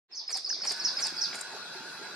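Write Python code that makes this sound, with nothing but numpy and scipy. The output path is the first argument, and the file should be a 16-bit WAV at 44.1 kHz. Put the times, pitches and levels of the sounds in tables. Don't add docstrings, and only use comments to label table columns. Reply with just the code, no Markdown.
import sys
import numpy as np
from scipy import signal
from scipy.io import wavfile
from scipy.ndimage import uniform_filter1d

SR = 44100
rng = np.random.default_rng(int(sys.argv[2]) if len(sys.argv) > 2 else 0)


def int16_out(signal):
    q = np.round(np.clip(np.atleast_2d(signal).T, -1, 1) * 32767)
    wavfile.write(sys.argv[1], SR, q.astype(np.int16))


def magnitude_from_level(level_db):
    exponent = np.asarray(level_db, float) / 20
    return 10 ** exponent


N = 94815

# pitch_hz, relative_density_db
HISS_SPECTRUM = [(24, -50), (70, -43), (185, -13), (270, -16.5), (385, -7.5), (490, -15.5), (700, -10),
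                 (1150, -12.5), (1950, -15), (3000, -19), (4300, -10), (5300, -19), (6600, -26.5),
                 (7500, -31.5), (16000, -97)]
HISS_DB = -45.5
# pitch_hz, correlation (-1 to 1)
LIKENESS = [(60, 1), (180, 0.67), (550, 0.6), (1650, 0.58), (4970, -0.63), (15000, 0.061)]
# pitch_hz, left_minus_right_db
BALANCE = [(100, 2.5), (380, -7), (1300, 1.5), (2400, -7.5), (4400, 10), (8000, -3.5), (15000, -7.5)]

# start_s, top_hz, knee_s (after the start), level_db
SHORT_WHISTLES = [(.110, 5580, .011, -22), (.275, 5270, 0.011, -18), (.443, 5200, 0.011, -18),
                  (.614, 5540, 0.012, -24), (.794, 5850, 0.013, -27), (.966, 5310, 0.012, -24.5),
                  (1.162, 5150, 0.008, -22.5)]
LONG_WHISTLES = [(.144, 6880, 0.032, -18.5, 1), (.319, 6700, 0.026, -16, 0.75), (.486, 6750, 0.03, -19, 1),
                 (.660, 6967, 0.027, -23.5, 0.1), (0.833, 6900, .033, -22, 0.04),
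                 (1.012, 6940, 0.03, -23.5, 0.64), (1.204, 6800, 0.024, -22, 0.17)]
# pitch_hz, whole_db, split_db
BEAK = [(3300, -28, -28), (3900, -19, -19), (4400, -12, -12), (4700, -12, -11), (4930, -10, -7),
        (5120, -1, 2), (5330, 1, -6), (5570, 1, -5), (5830, -3, 0), (6000, -14, -1), (6400, -21, -14),
        (7000, -22, -24)]
# pitch_hz, level_db
SCATTER = [(3300, -23.5), (4400, -8.5), (4800, 0), (5200, -3), (5800, -7.5), (6200, -10), (7000, -16)]
# time_s, level_db
HEAD_TURN = [(.1, -19), (.15, -7), (.27, 0), (1.1, 0), (1.17, -8), (1.2, -1.5)]
KNEE_HZ, FALL_HZ_PER_S = 5075, 56000
SHORT_BEND, SHORT_FALL_S, SHORT_FOOT_HZ, SHORT_SCATTER_DB = 0.9, 0.023, 4350, -3
LONG_BEND, LONG_FALL_S, LONG_FOOT_HZ = 1.4, 0.035, 3350
ATTACK_S, RELEASE_S = 0.007, 0.0035
WAVER = 0.0053
FLUTTER_DB, FLUTTER_S = 4, 0.003
BIRD_PAN_DB, BIRD_LAG_S = -2, 0.000026
NEAR_DB, NEAR_T60_S, FAR_DB, FAR_T60_S = -0.5, 0.23, -6.5, 0.94
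WOOD_GAP_S, WOOD_LIKENESS = 0.007, 0.5

# start_s, level_db
SHUTTER_CYCLES = [(0.289, -40.5), (0.635, -46.5), (.985, -47.5), (1.329, -48.5)]
# offset_s, length_s (peak at half), bright_rattle_db, body_knock_db
SHUTTER_BURSTS = [(-.006, 0.018, -25, 5.5), (0.01, .014, -0.5, 9), (0.0229, 0.0098, 4, -4),
                  (0.033, .02, -10, -8), (.050, 0.017, -5, 2), (0.06, 0.041, -5.5, 0.5),
                  (0.08, 0.0078, 9, -11), (0.097, 0.018, -35, -40), (.107, 0.0091, -31, -38)]
# pitch_hz, width_hz (each pass), relative_level_db
BLADES = [(6900, 1600, 1), (7455, 1080, 10), (8290, 480, 7), (8850, 1400, 9), (11000, 320, -5.5),
          (12500, 650, -12), (15000, 1500, -55)]
# pitch_hz, width_hz (each pass), relative_level_db
BODY = [(474, 165, 1), (800, 440, 9.5), (1214, 610, 10.5), (1580, 460, 10.5), (2220, 930, 12.5),
        (3860, 2060, 9)]
IMPACTS_PER_S, IMPACT_SPREAD_DB = 18000, 2.5
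SCRATCH_DB, SCRATCH_S = 1.8, 0.004
RUSTLE_DB, RUSTLE_T60_S = -8.5, 1

# start_s, pitch_hz, t60_s, relative_level_db
KNOCKS = [(.354, 769, 0.086, -38), (.361, 910, 0.019, -32), (0.475, 1153, 0.077, -49.5),
          (0.502, 1720, 0.016, -29.5), (.501, 2800, 0.013, -36), (.527, 1550, 0.013, -31.5),
          (.566, 690, 0.024, -44), (0.608, 1480, 0.036, -46), (0.708, 406, 0.079, -49),
          (1.055, 898, 0.048, -41.5), (1.123, 297, 0.014, -39.5), (1.545, 415, 0.08, -48),
          (1.752, 374, 0.21, -53), (1.804, 230, 0.042, -48), (2.013, 413, 0.055, -45)]
KNOCK_RISE_S = 0.0007

# pitch_hz, relative_density_db
DRONE_SPECTRUM = [(50, -36), (90, -11), (150, 8), (300, -7), (420, -24), (700, -100)]
DRONE_DB, DRONE_ON_S, DRONE_RISE_S = -63, 0.46, 0.14

# pitch_hz, width_hz (each pass), relative_level_db
BARREL = [(896.6, 11, -10.5), (1451, 110, -5), (1475, 150, -4.5), (1634.5, 47, -3), (2585, 310, -8),
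          (3340, 28, -12), (3990, 34, -2.5), (4860, 780, -1.5)]
# pitch_hz, relative_density_db
GEAR_SPECTRUM = [(4200, -60), (5200, -1), (6200, 2), (7200, -8), (8000, -3), (9100, -15), (10300, -6.5),
                 (11500, -19.5), (13200, -15.5), (13700, -23), (14200, -84)]
MOTOR_ON_S, MOTOR_RISE_S, WHIRR_DB, GEAR_DB = 0.68, 0.095, -45.5, -53.5
THROB_HZ, THROB_DEPTH, THROB_DRIFT = 51.8, 0.047, 0.0083
WANDER, WANDER_S = 0.02, 0.06

RUMBLE_DB = -89
FADE_START_S, FADE_EDGE_S, FADE_FROM_DB, FADE_S = 0.08, 0.037, -11, 0.63
LOW_CUT_HZ, HIGH_CUT_HZ = 133, 15700


def read(points, hz):
    f, value = np.transpose(points)
    return np.interp(np.log(hz + 1), np.log(f + 1), value)


def evened(x):
    return x / np.sqrt(np.mean(x ** 2) + 1e-20)


def smooth_noise(count, size):
    return evened(uniform_filter1d(rng.standard_normal(count), size=size))


def add(mix, start_s, sound):
    part = mix[round(start_s * SR):][:len(sound)]
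    part += sound[:len(part)]


def ring(x, modes, order):
    out = 0
    for hz, width, db in modes:
        radius = np.exp(-np.pi * width / SR)
        pole = radius * np.exp(2j * np.pi * hz / SR)
        y = x + 0j
        for _ in range(order):
            y = signal.lfilter([1 - radius], [1, -pole], y)
        out = out + magnitude_from_level(db) * y.real / np.sqrt(width)
    return out


def spread(common, left, right, same):
    same = np.clip(same, 0, 1)
    shared = np.sqrt(same) * common
    return np.array([shared + np.sqrt(1 - same) * left, shared + np.sqrt(1 - same) * right])


def wash(spectrum, db, patchy_db):
    frames, hz = N // 256 + 5, np.fft.rfftfreq(1024, 1 / SR)
    a, b, c, d, patches = rng.standard_normal((frames, 513, 5)).T
    patches = uniform_filter1d(patches, size=10, axis=0)
    patches = evened(uniform_filter1d(patches, size=10, axis=1))
    same = np.clip(read(LIKENESS, hz), -1, 1)[:, None]
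    lean = read(BALANCE, hz)[:, None] / 2
    left = a + 1j * b
    right = same * left + np.sqrt(1 - same ** 2) * (c + 1j * d)
    z = np.array([left * magnitude_from_level(lean), right * magnitude_from_level(-lean)])
    z *= magnitude_from_level(read(spectrum, hz)[:, None] + patchy_db * patches)
    noise = signal.istft(z, nperseg=1024, noverlap=768)[1][:, :N]
    return magnitude_from_level(db) * evened(noise)


def hiss():
    return wash(HISS_SPECTRUM, HISS_DB, 3.0)


def rumble():
    return wash([(20, -28), (60, -16), (140, -46), (400, -76)], RUMBLE_DB, 1.5)


def whistle(top_hz, knee_s, db, split, bend, fall_s, foot_hz):
    t = np.arange(0, knee_s + fall_s, 1 / SR)
    above_knee = (top_hz - KNEE_HZ) * np.clip(1 - t / knee_s, 0, 1) ** bend
    drop = FALL_HZ_PER_S * np.maximum(t - knee_s, 0)
    hz = np.maximum(KNEE_HZ + above_knee - drop, foot_hz)
    hz = uniform_filter1d(hz, size=180, mode="nearest")
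    waver = 1 + WAVER * smooth_noise(4000, 60)[:len(t)]
    edge = np.clip(np.minimum(t / ATTACK_S, (t[-1] - t) / RELEASE_S), 0, 1)
    edge = np.sin(np.pi / 2 * edge) ** 2
    tone = edge * magnitude_from_level(db) * np.sin(2 * np.pi * np.cumsum(hz * waver) / SR)
    beak = [(f, whole + split * (parted - whole)) for f, whole, parted in BEAK]
    flutter = np.minimum(smooth_noise(4000, round(FLUTTER_S * SR))[:len(t)], 1)
    broken = magnitude_from_level(FLUTTER_DB * flutter * np.clip((t - knee_s) / ATTACK_S, 0, 1))
    return tone * broken * magnitude_from_level(read(beak, hz)), tone * magnitude_from_level(read(SCATTER, hz))


def wood(x):
    t = np.arange(SR) / SR
    turn = np.arange(N) / SR * 4.33
    rise = np.clip(t / WOOD_GAP_S - 0.3, 0, 1)
    decay = magnitude_from_level(-60 * t / np.array([NEAR_T60_S, FAR_T60_S])[:, None, None])
    out = 0
    for k in range(3):
        taps = rng.standard_normal((2, 3, SR)) * rise * decay
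        near, far = taps / np.linalg.norm(taps, axis=2, keepdims=True)
        tail = spread(*(magnitude_from_level(NEAR_DB) * near + magnitude_from_level(FAR_DB) * far), WOOD_LIKENESS)
        share = np.sqrt(2 / 3) * np.cos(np.pi * (turn + k / 3))
        out = out + signal.fftconvolve((x * share)[None], tail, axes=1)[:, :N]
    return out


def bird():
    song, thrown = np.zeros((2, N))
    short = [(*row, 0.5, SHORT_BEND, SHORT_FALL_S, SHORT_FOOT_HZ) for row in SHORT_WHISTLES]
    long = [(*row, LONG_BEND, LONG_FALL_S, LONG_FOOT_HZ) for row in LONG_WHISTLES]
    for rows, scatter_db in ((short, SHORT_SCATTER_DB), (long, 0)):
        for start, *shape in rows:
            direct, scattered = whistle(*shape)
            add(song, start, direct * magnitude_from_level(np.interp(start, *np.transpose(HEAD_TURN))))
            add(thrown, start, scattered * magnitude_from_level(scatter_db))
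    lag = np.exp(-2j * np.pi * np.fft.rfftfreq(N, 1 / SR) * BIRD_LAG_S)
    late = np.fft.irfft(np.fft.rfft(song) * lag, N)
    return (np.array([late, song]) + wood(thrown)) * magnitude_from_level([[BIRD_PAN_DB / 2], [-BIRD_PAN_DB / 2]])


def shutter():
    t, bright, low = np.arange(N) / SR, 0, 0
    for start, db in SHUTTER_CYCLES:
        swell = np.clip((t - start + 0.024) / 0.049, 0, 1) ** 2
        rustle_db = RUSTLE_DB - 60 * np.maximum(t - start, 0) / RUSTLE_T60_S
        bright = bright + swell * magnitude_from_level(db + rustle_db)
        for offset, length, bright_db, low_db in SHUTTER_BURSTS:
            u = np.maximum(t - start - offset, 0) / length
            burst = (2 * u * np.exp(1 - 2 * u)) ** 2 * magnitude_from_level(db)
            bright = bright + burst * magnitude_from_level(bright_db)
            low = low + burst * magnitude_from_level(low_db)
    struck = rng.random((2, 1, N)) < IMPACTS_PER_S / SR
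    size = struck * magnitude_from_level(IMPACT_SPREAD_DB * np.minimum(rng.exponential(1, (2, 1, N)), 3))
    scratch = smooth_noise((2, 1, N), round(SCRATCH_S * SR))
    thin, thick = rng.standard_normal((2, 3, N)) * size * magnitude_from_level(SCRATCH_DB * scratch)
    blades = ring(thin * bright, BLADES, order=2) / ring(thin, BLADES, order=2).std()
    body = ring(thick * low, BODY, order=3) / ring(thick, BODY, order=3).std()
    return spread(*blades, 0.78) * magnitude_from_level([[1.5], [-1.5]]) + spread(*body, 0.7)


def knocks():
    out, t = np.zeros(N), np.arange(6000) / SR
    for start, hz, t60, db in KNOCKS:
        envelope = (1 - np.exp(-t / KNOCK_RISE_S)) ** 2 * magnitude_from_level(db + 8.5 - 60 * t / t60)
        add(out, start, envelope * np.sin(2 * np.pi * hz * t))
    return out * magnitude_from_level([[-1.5], [1.5]])


def drone():
    swell = np.clip((np.arange(N) / SR - DRONE_ON_S) / DRONE_RISE_S, 0, 1)
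    return wash(DRONE_SPECTRUM, DRONE_DB, 1.9) * swell


def motor():
    t = np.arange(N) / SR
    shaft_hz = THROB_HZ * (1 + THROB_DRIFT * smooth_noise(N, 4000))
    throb = 1 + THROB_DEPTH * np.sin(2 * np.pi * np.cumsum(shaft_hz) / SR)
    noise = rng.standard_normal((3, N)) * throb
    size = round(WANDER_S * SR)
    slide = evened(uniform_filter1d(smooth_noise(N, size), size=size))
    at = np.cumsum(1 + WANDER * (slide - slide.mean()))
    low = [np.interp(at, np.arange(N), y) for y in ring(noise, BARREL[:5], order=2)]
    high = ring(noise, BARREL[5:], order=2)
    whirr = evened(spread(*low, 0.97) + spread(*high, 0.36))
    whirr = magnitude_from_level(WHIRR_DB) * whirr * magnitude_from_level([[-1.0], [1.0]])
    gears = wash(GEAR_SPECTRUM, GEAR_DB, 3.6)
    return (whirr + gears) * np.clip((t - MOTOR_ON_S) / MOTOR_RISE_S, 0, 1)


def scene():
    return hiss() + bird() + shutter() + knocks() + drone() + motor()


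def band_limit(x):
    return signal.sosfilt(signal.butter(12, 15690, fs=SR, output="sos"), x)


def record(dry):
    t = np.arange(N) / SR - FADE_START_S
    edge = np.clip(t / FADE_EDGE_S, 0, 1) ** 2
    floor = magnitude_from_level(FADE_FROM_DB)
    fade = edge * (floor + (1 - floor) * np.clip(t / FADE_S, 0, 1) ** 3.4)
    cut = signal.sosfilt(signal.butter(4, LOW_CUT_HZ, "high", fs=SR, output="sos"), dry)
    cut = signal.oaconvolve(cut, signal.firwin(511, HIGH_CUT_HZ, fs=SR)[None], "same")
    mix = cut * fade + edge * rumble()
    return band_limit(mix)


dry = scene()
out = record(dry)
int16_out(out)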